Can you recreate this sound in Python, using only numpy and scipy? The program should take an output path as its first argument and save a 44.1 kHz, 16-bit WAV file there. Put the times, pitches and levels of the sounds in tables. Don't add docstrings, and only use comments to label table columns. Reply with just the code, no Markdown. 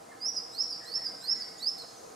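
import sys
import numpy as np
from scipy import signal
from scipy.fft import rfft, irfft, next_fast_len
from scipy.io import wavfile
from scipy.ndimage import map_coordinates

SR = 44100
rng = np.random.default_rng(int(sys.argv[2]) if len(sys.argv) > 2 else 0)


def wav_out(sig):
    wavfile.write(sys.argv[1], SR, np.round(np.clip(np.atleast_2d(sig).T, -1, 1) * 32767).astype(np.int16))


N = 94815
T = np.arange(N) / SR


# (time [s], pitch [Hz], level [dB])
WHISTLE_CONTOURS = [
    [(.203, 4630, -52), (.22, 4834, -42.5), (.242, 5040, -33), (.25, 5140, -37.5), (.265, 5380, -31),
     (.287, 5757, -33.5), (.303, 5660, -31)],
    [(.522, 3740, -68), (.545, 4060, -51), (.561, 4350, -44.5), (.577, 4430, -42.5), (.586, 4975, -33),
     (.609, 5306, -25.5), (.625, 5540, -31), (.635, 5600, -52)],
    [(.848, 3780, -70), (.865, 4066, -52.5), (.897, 4407, -44), (.92, 4530, -46), (.937, 4760, -37.5),
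     (.943, 5194, -32), (.956, 5322, -30), (.979, 5467, -34)],
    [(1.21, 3690, -67), (1.23, 4067, -50.5), (1.255, 4276, -44), (1.269, 4700, -39.5), (1.278, 4690, -37.5),
     (1.285, 4964, -29.5), (1.299, 5164, -24.5), (1.309, 5354, -30), (1.326, 5455, -26.5),
     (1.339, 5380, -39.5)],
    [(1.58, 3270, -74), (1.6, 3780, -53), (1.62, 4100, -47.5), (1.634, 4585, -37.5), (1.648, 4520, -38),
     (1.667, 4910, -30.5), (1.688, 5337, -25), (1.711, 5304, -35.5)],
]
WHISTLE_SENDS = [0, 1.5, 1.5, -2, -5.5]


def whipbird_whistles():
    out = np.zeros((2, N))
    for contour, send_db in zip(WHISTLE_CONTOURS, WHISTLE_SENDS):
        times, hz, db = np.transpose(contour)
        envelope = gate(times[0], times[-1])
        whistle = voice(np.interp(T, times, hz), np.interp(T, times, db), envelope, waver=0.0062)
        out += forest(whistle, send_db)
    return out


# (start [s], length [s], top pitch [Hz], end pitch [Hz], level [dB])
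FALLING_NOTES = [(.356, 0.036, 5190, 4906, -31.5), (0.695, 0.046, 5224, 4580, -37),
                 (1.041, 0.036, 5283, 4680, -31.5), (1.402, 0.0277, 5120, 4525, -34),
                 (1.779, 0.051, 4395, 4014, -46)]


def whipbird_notes():
    rise_s, scoop = 0.0092, 0.19
    out = np.zeros((2, N))
    for start, length, top_hz, end_hz, db in FALLING_NOTES:
        top, end = start + rise_s, start + length
        hz = np.interp(T, [start, top, end], [top_hz * (1 - scoop), top_hz, end_hz])
        swell_db = np.interp(T, [start, top, start + 0.79 * length, end], [-21.5, -2, 0, -13])
        note = voice(hz, db + swell_db, gate(start, end), waver=0.01296)
        out += forest(note, send_db=0)
    return out


# (frequency [Hz], gain [dB])
OVERTONE_EQ = [(7000, 9), (8000, 3.5), (9300, -6.5), (10700, -2.5), (11700, -5.5), (13200, -6),
               (15000, -18), (16500, -22)]


def voice(hz, db, envelope, waver):
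    hz = hz * (1 + waver * wobble(rate=400))
    phase = 2 * np.pi * np.cumsum(hz) / SR
    overtones = 0
    for k in (2, 3):
        colour_db = along(OVERTONE_EQ, k * hz) + 4 * wobble(rate=120)
        overtones += amp(colour_db) * np.sin(k * phase)
    overtone_db = -59 + 0.19 * (db + 30)
    tone = amp(db) * np.sin(phase) + amp(overtone_db) * overtones
    flutter = amp(2.5 * wobble(rate=160))
    return np.sqrt(2) * envelope * flutter * tone


# (frequency [Hz], t60 [s])
FOREST_DECAY = [(4000, 1), (5300, 0.78), (7500, 0.44), (12000, 0.25)]


def forest(call, send_db):
    near_db, ring_db = -4.5, -7
    close_pan, ring_pan = amp([[-4], [2.1]]), amp([[0.5], [1.5]])
    near = echoes(call, t60=0.12, build_s=0.006, correlation=0.93)
    ring = echoes(call, t60=FOREST_DECAY, build_s=0.024, correlation=0.77)
    close = call + amp(near_db) * near
    return close_pan * close + ring_pan * amp(ring_db + send_db) * ring


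# (time [s], level [dB])
DRY_CLICKS = [(.353, -52), (.637, -52), (.846, -51), (0.978, -54)]


def clicks():
    envelope = sum(amp(db) * bump(time, length_s=0.008) for time, db in DRY_CLICKS)
    return envelope * band(centre_hz=6900, width_hz=1300)


# (start [s], length [s], start pitch [Hz], end pitch [Hz], level [dB], echo send [dB])
DISTANT_CALLS = [(0.088, 0.063, 2074, 2141, -62, 3.5), (0.117, 0.019, 1812, 1633, -51, -1),
                 (0.809, 0.047, 1830, 1944, -57, 4), (0.817, 0.033, 1752, 1680, -57, -4),
                 (1.049, 0.32, 1583, 1482, -63, 2.5), (1.008, 0.199, 2131, 2077, -64.5, -6),
                 (1.219, 0.21, 1782, 1668, -63.5, 0), (1.253, .25, 1990, 1931, -64, 5),
                 (1.351, 0.18, 2186, 2145, -66, 1), (1.942, 0.0306, 3170, 3800, -66, -17),
                 (1.965, .028, 6250, 5850, -53, -13)]


def far_birds():
    out = np.zeros((2, N))
    for start, length, from_hz, to_hz, db, send_db in DISTANT_CALLS:
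        glide_hz = np.interp(T, [start, start + length], [from_hz, to_hz])
        hz = glide_hz * (1 + 0.012 * wobble(rate=140))
        call = amp(db) * gate(start, start + length) * np.sin(2 * np.pi * np.cumsum(hz) / SR)
        out += call + amp(send_db) * echoes(call, t60=1, build_s=0.0078, correlation=0.72)
    return out


# (frequency [Hz], relative level [dB])
RUSH_EQ = [(15, -68), (25, -20.5), (70, -15.5), (146, -7.5), (286, -3.5), (357, -3), (387, -12),
           (465, -3.5), (570, -5.5), (657, -2), (773, 2.5), (873, -9.5), (986, -2.5), (1160, -8),
           (1280, -3.5), (1390, -9.5), (1890, -14), (2310, -18.5), (3200, -25.5), (4160, -62), (7040, -120)]


def rush():
    level_db = -52 + 1.17 * wobble(rate=30)
    return amp(level_db) * noise(lambda hz: amp(along(RUSH_EQ, hz)))


# (centre [Hz], half-width [Hz], level [dB], left over right [dB])
HUM_BANDS = [(468, 29.4, -61, -5.5), (670, 46, -61.5, 5.5), (783, 31, -59, -0.5)]


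def hum():
    flutter = unit(amp(1.5 * wobble(rate=45)))
    out = np.zeros((2, N))
    for hz, width, db, pan_db in HUM_BANDS:
        out += amp([[db + pan_db / 2], [db - pan_db / 2]]) * band(hz, width)
    return flutter * out


# (peak time [s], length [s], centre [Hz], half-width [Hz],
# level [dB])
BED_SWELLS = [(0.089, 0.013, 704, 170, -56), (0.348, 0.0092, 653, 250, -46), (1.009, .04, 690, 120, -50),
              (1.154, 0.043, 615, 200, -54.5), (1.36, 0.074, 314, 77, -56), (1.844, .02, 700, 102, -48),
              (2.075, 0.17, 498, 120, -50.5), (0.843, 0.077, 1800, 111, -53.5),
              (1.016, 0.15, 1850, 90, -57), (1.392, .06, 6650, 300, -56.5), (1.997, 0.5, 6540, 453, -60.5)]


def swells():
    return sum(amp(db) * bump(time, length) * band(hz, width)
               for time, length, hz, width, db in BED_SWELLS)


# (frequency [Hz], relative level [dB])
HISS_EQ = [(1500, -20), (3000, -8), (4500, -0.5), (6500, -2), (8000, -2.5), (10500, -6), (12000, -11.5),
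           (13500, -15), (15700, -22)]
# (time [s], level [dB])
HISS_FADER = [(0, -60), (.6, -58), (1.4, -56.5), (2.15, -57.5)]


def hiss():
    level_db = np.interp(T, *np.transpose(HISS_FADER))
    pan = amp([[-0.6], [0.6]])
    return pan * amp(level_db) * noise(lambda hz: amp(along(HISS_EQ, hz)))


# (frequency [Hz], left-right correlation [-1 to 1])
NOISE_IMAGE = [(30, 0.57), (60, 0.65), (130, 0.91), (250, 1), (380, 0.59), (500, 0.014), (750, -0.66),
               (1100, -0.066), (1600, 0.17), (2500, 0.54), (4000, 0.84), (8000, 0.59), (15000, 0.46)]


def noise(gain):
    def mid_side_gain(hz):
        spread = np.arccos(along(NOISE_IMAGE, hz)) / 2
        return gain(hz) * np.array([np.cos(spread), np.sin(spread)])
    mid, side = filtered(rng.standard_normal((2, N)), mid_side_gain)
    return unit(np.array([mid + side, mid - side]))


def band(centre_hz, width_hz):
    return noise(lambda hz: 1 / (1 + ((hz - centre_hz) / width_hz) ** 2))


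def echoes(x, t60, build_s, correlation):
    hz, t, spectrum = signal.stft(rng.standard_normal((2, SR)), SR, nperseg=256)
    decay_s = t60 if np.isscalar(t60) else along(t60, hz)[:, None]
    tail = signal.istft(spectrum * np.exp(-np.log(1000) * t / decay_s), SR, nperseg=256)[1]
    tail *= 1 - np.exp(-np.arange(tail.shape[1]) / SR / build_s)
    mid, side = signal.fftconvolve(x[None], tail, axes=1)[:, :N]
    spread = np.arccos(correlation) / 2
    mid, side = np.cos(spread) * unit(mid), np.sin(spread) * unit(side)
    return x.std() * np.array([mid + side, mid - side])


def gate(start, end, attack_s=0.0065, release_s=0.018):
    fade_in = np.clip((T - start) / attack_s + .5, 0, 1)
    fade_out = np.clip((end - T) / release_s + .5, 0, 1)
    return np.sin(fade_in * fade_out * np.pi / 2) ** 2


def bump(centre_s, length_s):
    return np.exp(-(2 * (T - centre_s) / length_s) ** 2)


def wobble(rate):
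    return map_coordinates(rng.standard_normal(N // 8), [T * rate], mode="wrap")


def filtered(x, response):
    size = next_fast_len(N + SR // 4)
    return irfft(rfft(x, size) * response(np.fft.rfftfreq(size, 1 / SR)), size)[..., :N]


def along(points, hz):
    knots_hz, values = np.transpose(points)
    return np.interp(np.log(hz + 1), np.log(knots_hz + 1), values)


def amp(db):
    return 10 ** (np.asarray(db) / 20)


def unit(x):
    return x / np.sqrt(np.mean(x ** 2) + 1e-20)


def scene():
    birds = whipbird_whistles() + whipbird_notes() + clicks() + far_birds()
    return birds + rush() + hum() + swells() + hiss()


def record(dry):
    cutoff_hz = 15750
    return filtered(dry, lambda hz: hz < cutoff_hz)


dry = scene()
out = record(dry)
wav_out(out)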